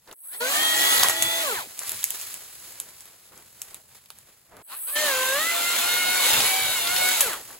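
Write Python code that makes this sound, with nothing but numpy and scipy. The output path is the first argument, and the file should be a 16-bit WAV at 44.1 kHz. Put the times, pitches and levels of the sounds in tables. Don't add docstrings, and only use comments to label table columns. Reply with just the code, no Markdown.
import sys
import numpy as np
from scipy import signal
from scipy.fft import rfft, irfft
from scipy.io import wavfile
from scipy.ndimage import uniform_filter1d

SR = 44100
rng = np.random.default_rng(int(sys.argv[2]) if len(sys.argv) > 2 else 0)


def boost_factor(decibels):
    exponent = np.asarray(decibels, float) / 20
    return 10 ** exponent


def digitize_waveform(pressure):
    field = np.atleast_2d(pressure).T
    bounded = np.clip(field, -1, 1)
    quanta = np.round(bounded * 32767).astype(np.int16)
    wavfile.write(sys.argv[1], SR, quanta)


N = 334719
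T = np.arange(N) / SR
HZ = np.maximum(np.fft.rfftfreq(N, 1 / SR), 1)
TOP_HZ = 15830
GUARD_HZ = 7900
GEAR_RATIO = 5.2
MAIN_TONES = (1, 2, 3, GEAR_RATIO)

# (f/Hz, right leads/rad)
EAR_TURN = [
    [(400, 0), (650, -.9), (850, -1.2), (1300, -2.1), (1900, -.2), (2600, -2.6), (3200, -4), (3550, -4),
     (4300, -.4), (5500, -1.5)],
    [(520, 0), (620, -.8), (700, -2.6), (730, -3.8), (760, -4.6), (900, -6.9), (1450, -6.7), (2900, -6.3),
     (3800, -8.2), (4400, -6.4), (5500, -4)],
    [(300, 0), (1200, -.3), (2100, .3), (4200, .5), (5500, 2.6)],
]
# (pressed/s, let go/s)
TRIGGER = [
    (.115, 1.432),
    (4.575, 7.155),
]
# (t/s, link rate/Hz, cutting pressure/dB)
RUNNING = [
    [(.41, 470.6, 0.5), (.55, 599, 2.5), (.65, 627.4, 2), (.91, 649.3, 2), (1.02, 647, 3), (1.17, 650, -2),
     (1.35, 665.3, -3.5), (1.45, 663.5, -1.5), (1.62, 675, 3)],
    [(4.93, 573, 0), (4.98, 600.6, 1), (5.05, 631.6, 2), (5.5, 677.4, -0.7), (5.92, 716.3, 0.4),
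     (6.25, 734, -.3), (6.58, 764, -0.5), (6.95, 727, -2.6), (7.15, 742, -3)],
]


def along(table):
    hz, value = np.array(table).T
    return np.interp(np.log(HZ), np.log(hz), value)


def bell(s, half_s):
    return np.exp(-((T - s) / half_s) ** 2)


def flat_bell(s, half_s):
    return np.exp(-((T - s) / half_s) ** 4)


def humps(rows):
    return sum(boost_factor(db) * flat_bell(s, half_s) for s, half_s, db in rows)


def walk(rate):
    k = int(SR / rate)
    held = np.repeat(rng.standard_normal(512)[:N // k + 1], k)
    return 1.3 * uniform_filter1d(uniform_filter1d(held, k), k)[:N]


def split(x, colour, edges_hz, order):
    under = [1 / (1 + (HZ / f) ** k) for f, k in zip(edges_hz, order)]
    shares = np.diff([0 * HZ, *under, 0 * HZ + 1], axis=0)
    spec = rfft(x) * boost_factor(along(colour)) * (HZ < TOP_HZ)
    low, mid, upper, top = (irfft(spec * share, N) for share in shares)
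    both = (mid + upper).std()
    return top / top.std(), upper / both, mid / both, low / low.std()


def patchy(x, patch_db):
    cells = signal.stft(x, nperseg=1024)[2]
    drift = uniform_filter1d(rng.standard_normal(cells.shape), size=5, axis=1)
    drift = uniform_filter1d(drift, size=2, axis=0)
    return signal.istft(cells * boost_factor(patch_db * drift / drift.std()), nperseg=1024)[1][:N]


def ears(direct, scattered, turn):
    # (f/Hz, share 0-1)
    scatter = [(60, .1), (250, .2), (700, .25), (1500, .25), (3000, .45), (5800, .7), (7000, .15),
               (9200, .03), (15500, .05)]
    port_lag_s, port_zero_hz = 2.33e-4, 7000
    ports = 2 * np.pi * port_lag_s * (HZ - port_zero_hz)
    lap = 2 * np.pi * np.round((turn[-1][1] + 2.2) / (2 * np.pi))
    phase = np.where(HZ > 6300, ports, along(turn + [(6300, lap - 1.)]))
    share = np.clip(along(scatter), 0, 1)
    a = rfft(direct) * np.sqrt(1 - share / 2)
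    b = rfft(scattered) * np.sqrt(share / 2)
    left = irfft((a + b) * np.exp(-.5j * phase), N)
    right = irfft((a - b) * np.exp(.5j * phase), N)
    return np.array([left, right])


def rumble():
    # (f/Hz, level/dB)
    murmur_colour = [(20, -27), (40, -10), (65, 3.5), (120, 5), (170, 1), (230, -2.5), (400, -64)]
    # (t/s, half length/s, level/dB)
    shudders = [(.75, 0.12, -63), (1.06, 0.13, -54.5), (1.25, 0.053, -56), (1.59, 0.042, -59),
                (1.93, 0.046, -60), (2.15, 0.13, -66), (5.4, 0.042, -62), (5.65, 0.057, -66),
                (5.9, .08, -57), (6.1, .06, -61), (6.4, 0.079, -50.5), (6.66, .05, -54), (7.0, 0.11, -63),
                (7.38, .1, -74)]
    air_db = -67.5
    pair = irfft(rfft(rng.standard_normal((2, N))) * boost_factor(along(murmur_colour)), N)
    pair *= (boost_factor(air_db) + humps(shudders)) * boost_factor(3.8 * walk(9)) / pair.std()
    return ears(*pair, EAR_TURN[2])


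def rustle():
    # (f/Hz, level/dB)
    leaf_colour = [(170, -12.5), (230, -10.5), (350, -5.5), (700, -3.5), (2000, 2.5), (4000, 1), (6000, -2),
                   (8000, 1.5), (10000, 3.5), (13000, -0.5), (15700, -2)]
    # (t/s, level/dB)
    leaf_levels = [(0, -60), (1.5, -41), (1.72, -39.5), (1.83, -36), (2.04, -32), (2.2, -36), (2.49, -43),
                   (2.75, -48.5), (3.3, -50.5), (3.6, -48.5), (4.15, -52), (4.5, -60), (7.2, -28.5),
                   (7.4, -36.5), (7.59, -47.5)]
    # (t/s, half length/s, level/dB)
    glove_moves = [
        (.11, 0.035, -53),
        (1.81, 0.022, -59),
        (1.93, 0.016, -53),
        (2.9, 0.041, -72),
        (3.33, 0.019, -54),
        (3.39, 0.032, -60),
        (3.76, 0.052, -62),
        (4.57, 0.06, -51.5),
        (7.33, 0.084, -43),
        (7.53, 0.055, -58),
    ]
    leaf_middle_db, glove_middle_db = -11.5, -11
    ticks = (rng.random(N) < 300 / SR) * boost_factor(np.minimum(5.2 * rng.exponential(size=N), 9.))
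    smeared = signal.lfilter([1], [1, -np.exp(-1 / (0.004 * SR))], ticks)
    grain = boost_factor(2.3 * walk(11)) * (1 + 0.18 * smeared)
    leaf_db, grip = np.interp(T, *np.transpose(leaf_levels)), humps(glove_moves)
    air = boost_factor(-67.5 + 0.5 * (leaf_db + 55.5) + 1.8 * walk(11))
    pair = []
    for _ in "ab":
        noise = grain * rng.standard_normal(N)
        top, upper, mid, low = split(noise, leaf_colour, (900, 2000, 4000), order=(3, 4, 8))
        middle = boost_factor(leaf_middle_db + 0.83 * walk(15)) * (upper + mid)
        leaves = boost_factor(leaf_db - 0.5) * (top + middle)
        pair.append(leaves + (air + grip) * low + boost_factor(glove_middle_db) * grip * mid)
    return ears(*pair, EAR_TURN[2])


def cracks():
    # (t/s, dull peak/dB, middle peak/dB, bright peak/dB, ring under the snap/dB)
    fibres = [(.0747, -42, -40, -51, 0), (1.0303, -28, -6, -16, -26), (1.0326, -5, 1.5, -5, -32),
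              (1.0348, -19, -30, 4, -25), (1.0439, -11, -27, -29, -13), (1.0856, -25, -6, 0, -23),
              (1.0973, -10.5, -42, -2, -15), (1.2234, -27, -9, -0.5, -16), (1.814, -30.5, -40, -39, -6),
              (1.832, -32, -40, -34, -3), (1.866, -36, -42, -25, -11), (4.518, -51, -56, -60, -1),
              (6.3321, -27, -5, -5, -9), (6.4031, -13, -5, -18, -16), (6.8727, -24, -6, -12, -16),
              (6.89, -35, -13, -25, -23), (6.963, -32, -7.5, -8, -12), (7.089, -38, -18, -2.5, -20),
              (7.2069, -13.5, -5, 0, -10.5), (7.5052, -33, -46, -39, -16)]
    # (t/s, middle peak/dB, bright peak/dB)
    twigs = [(0.113, -28, -27), (.1273, -36, -23), (1.778, -27, -19), (1.792, -22, -6.5), (1.834, -25, -18),
             (1.8681, -32, -25), (1.8942, -16, -3.5), (1.9187, -22, -10), (1.9703, -34, -18),
             (2.0027, -38, -23), (2.0308, -19, -15), (2.0415, -15, 5.5), (2.08, -28, -22),
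             (2.1054, -17, -5.5), (2.2137, -27, -17), (2.342, -21, -11), (2.801, -17, -5.5),
             (3.0067, -34, -22), (3.056, -37, -27), (3.377, -43, -27), (3.6178, -17.5, -8.5),
             (3.7448, -25, -14.5), (4.0594, -35, -30), (4.1035, -20, -17), (4.1868, -37, -24.5),
             (4.5678, -36, -28), (7.3328, -15, -9.5), (7.5258, -53, -31)]
    # (f/Hz, right leads/rad)
    snap_turn = [(300, 0), (4200, .3), (5500, -1.2)]
    twig_dull_db, twig_ring_db = -14.5, -22.5
    size = 6000
    t = np.arange(size) / SR
    edges_hz = [600, 2000], [2300, 6000], [5500, 13000]
    bands = [signal.butter(2, edge, "bandpass", fs=SR, output="sos") for edge in edges_hz]
    rows = fibres + [(s, mid_db + twig_dull_db, mid_db, top_db, twig_ring_db) for s, mid_db, top_db in twigs]
    snap = np.exp(-t / .0006)
    ring_shape = (np.exp(-t / 0.0091) + 0.28 * np.exp(-t / 0.052)) * np.minimum(t / 0.00033, 1)
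    out = np.zeros((2, N + size))
    for s, *peak_db, ring_db in rows:
        ring = boost_factor(ring_db + 5.0) * ring_shape
        burst = rng.standard_normal((2, size)) * np.array([snap + ring, .3 * snap + ring])
        burst[0, 2] += 3.
        start = int(s * SR)
        for db, band in zip(peak_db, bands):
            part = signal.sosfilt(band, burst)
            peak = abs(signal.hilbert(part[0, :256])).max()
            out[:, start:start + size] += boost_factor(db) * part / peak
    out = irfft(rfft(out[:, :N]) * np.where(HZ < TOP_HZ, boost_factor(-0.67), boost_factor(-36)), N)
    return ears(*out, snap_turn)


def speed(burst):
    # (t/s, half length/s, sag/Hz)
    bites = [
        (5.239, 0.17, 132),
        (5.81, 0.053, 17),
        (6.371, .07, 35),
        (6.836, .07, 45),
    ]
    spin_up_hz_per_s, run_down_hz_per_s = 1600, 2550
    pressed, let_go = TRIGGER[burst]
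    s, hz, _ = np.transpose(RUNNING[burst])
    loaded = np.interp(T, s, hz) - sum(sag * flat_bell(at, half_s) for at, half_s, sag in bites)
    up = np.where(T < s[0], spin_up_hz_per_s * (T - pressed), loaded)
    down = run_down_hz_per_s * np.maximum(T - let_go, 0)
    link_hz = np.maximum(np.minimum(up, loaded) - down, 20)
    return uniform_filter1d(link_hz, size=1800)


def resonance(hz, centre_hz, width_hz, top_db):
    return top_db / (1 + (2 * (hz - centre_hz) / width_hz) ** 2)


def whine(burst, link_hz, links):
    # (link tone/dB, its octave/dB, its twelfth/dB, gear whine/dB)
    full_tones = [
        (-38.5, -34, -31.5, -29.5),
        (-34.5, -33, -31.5, -35),
    ]
    free_tones = (-42, -44, -49, -47)
    # (t/s, half length/s, tone 0-3, depth/dB)
    echo_nulls = [(.65, .07, 0, 14), (.92, .15, 0, 20), (.51, .03, 2, 14), (5.48, .05, 0, 17),
                  (5.7, .07, 0, 15), (7.23, .07, 1, 16), (6.37, .08, 0, 18), (6.76, .07, 0, 9),
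                  (.77, .09, 1, 12), (1.19, .11, 1, 14), (1.38, .06, 1, 14), (5.0, .06, 1, 19),
                  (5.55, .06, 1, 9), (5.81, .06, 1, 12), (6.5, .16, 1, 22), (6.82, .05, 1, 17),
                  (.47, .05, 1, 6), (1.2, .16, 2, 9), (1.41, .04, 2, 10), (5.59, .05, 2, 13),
                  (5.81, .06, 2, 19), (6.39, .07, 2, 16), (6.69, .04, 2, 10), (6.82, .06, 2, 16),
                  (6.97, .025, 2, 9), (.48, .07, 3, 18), (1.12, .06, 3, 11), (5.25, .12, 1, 5),
                  (5.3, .4, 3, 9), (6.55, .12, 3, 9)]
    # (multiple of link rate, level over the typical tone/dB)
    faint_tones = [
        [(.51, -16), (1.3, -8), (2.167, -10), (2.915, -7), (4, -13), (5, -15), (6, -18), (7, -18), (9.4, -14),
         (12, -16)],
        [(.433, -26), (1.3, -17), (2.167, -11), (4, -12.5), (5, -15), (6, -16), (7, -16), (9, -20), (12, -17)],
    ]
    # (f/Hz, width/Hz, lift/dB)
    housing = [(2834, 300, 10.5), (3730, 160, 15.5), (4290, 620, 13), (6460, 400, 11)]
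    slack_hz, link_db_per_octave, gear_db_per_octave = 430, 30, 5
    spin_up_db = -7
    wobble_order = .085
    under = np.minimum(np.log2(link_hz / slack_hz), 0)
    loaded_from = RUNNING[burst][0][0]
    free = uniform_filter1d(1. * ((T < loaded_from) | (T > TRIGGER[burst][1])), size=1300)
    tones = np.zeros(N)
    for i, (k, full_db, free_db) in enumerate(zip(MAIN_TONES, full_tones[burst], free_tones)):
        slope = gear_db_per_octave if i == 3 else link_db_per_octave
        null_db = sum(depth * bell(s, half_s) for s, half_s, tone, depth in echo_nulls if tone == i)
        pole_db = resonance(k * link_hz, 1400, 800, 16)
        free_change_db = free_db - full_db + spin_up_db * (T < loaded_from) + pole_db
        tone_db = full_db + slope * under - null_db + free * free_change_db
        labour = (k == 2) * .6 * np.clip((600 - link_hz) / 60, 0, 1)
        wobble = 1 + (0.14 + labour) * np.sin(2 * np.pi * (wobble_order * links + rng.random()))
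        tones += wobble * boost_factor(tone_db + 2.4 * walk(25)) * np.sin(2 * np.pi * k * links)
    gear_db = tone_db
    slack = np.clip((480 - link_hz) / 120, 0, 1)
    for turns in (7, 8, 10, 14, 16):
        strand_db = gear_db - 11 + 4 * walk(25)
        tones += slack * boost_factor(strand_db) * np.sin(2 * np.pi * turns * GEAR_RATIO / 12 * links)
    typical_db = np.mean(full_tones[burst]) - 3 + link_db_per_octave * under + spin_up_db * free
    for k, db in faint_tones[burst]:
        lift_db = sum(resonance(k * link_hz, *ring) for ring in housing)
        tones += boost_factor(typical_db + db + lift_db + 2.5 * walk(14)) * np.sin(2 * np.pi * k * links)
    return tones


def rasp(burst, link_hz, links):
    # (f/Hz, level/dB)
    wood_colour = [(170, -33), (230, -10), (350, -9.5), (700, -2.5), (2000, 0.5), (4000, 2.5), (5200, -4.5),
                   (7000, -1), (9500, 2), (13000, -0.5), (15700, -4.5)]
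    middle_db, bass_db = 0., -11.5
    s, _, pressure_db = np.transpose(RUNNING[burst])
    link_force = rng.standard_normal(N // 40)[links.astype(int)]
    force = boost_factor(1.1 * link_force + 0.77 * walk(12) + 1.84 * walk(6))
    strike = force * (1.6 + np.exp(-(links % 1) / 0.3))
    gain = boost_factor(-28.5 + np.interp(T, s, pressure_db) + 9 * np.log2(link_hz / 650))
    pair = []
    for _ in "ab":
        scrape = patchy(strike * rng.standard_normal(N), patch_db=3.0)
        top, upper, mid, low = split(scrape, wood_colour, (1000, 4600, GUARD_HZ), order=(8, 8, 120))
        pair.append(gain * (top + boost_factor(middle_db) * (upper + mid) + boost_factor(bass_db) * low))
    return pair


def saw(burst):
    link_hz = speed(burst)
    on = np.clip((link_hz - 20) / 40, 0, 1)
    glide = uniform_filter1d(abs(np.gradient(link_hz)) * SR / link_hz, size=2000)
    flutter = (.0025 + .006 * np.clip(glide - 1.2, 0, 4)) * walk(60)
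    links = np.cumsum(link_hz * (1 + flutter)) / SR
    direct, scattered = rasp(burst, link_hz, links)
    tones = np.sqrt(2) * patchy(whine(burst, link_hz, links) * on, patch_db=1.3)
    return ears(tones + boost_factor(1.0) * on * direct, boost_factor(2.5) * on * scattered, EAR_TURN[burst])


def scene():
    return rumble() + rustle() + cracks() + saw(0) + saw(1)


def guard(dry):
    # (from/s, to/s)
    shut_times = [
        (.14, .405),
        (4.625, 4.957),
    ]
    # (f/Hz, level/dB)
    guard_cut = [(100, -28), (400, -22.5), (1500, -20), (3500, -22.5), (5000, -22), (6000, -27)]
    # (t/s, half length/s, relief/dB)
    relief = [
        (.345, 0.029, 12.5),
        (0.413, .02, 0),
        (4.713, 0.065, 13),
        (4.895, 0.029, 11),
    ]
    edge_s, flutter_db = 0.0076, 3.5
    below = rfft(dry) * (HZ < GUARD_HZ)
    relief_db = sum(db * bell(s, half_s) for s, half_s, db in relief) + flutter_db * walk(30.37)
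    dimmed = irfft(below * boost_factor(along(guard_cut)), N) * boost_factor(relief_db)
    shut = sum(np.clip(np.minimum(T - a, b - T) / edge_s + .5, 0, 1) for a, b in shut_times)
    return dry + shut * (dimmed - irfft(below, N))


def roll_off(x):
    return signal.sosfilt(signal.butter(12, 16990, fs=SR, output="sos"), x)


def record(dry):
    dry = guard(dry)
    over = np.maximum(abs(dry) - .6, 0)
    held = dry - np.sign(dry) * (over - .3 * np.tanh(over / .3))
    mix = irfft(rfft(held) * (HZ < 16700), N)
    return roll_off(mix)


dry = scene()
out = record(dry)
digitize_waveform(out)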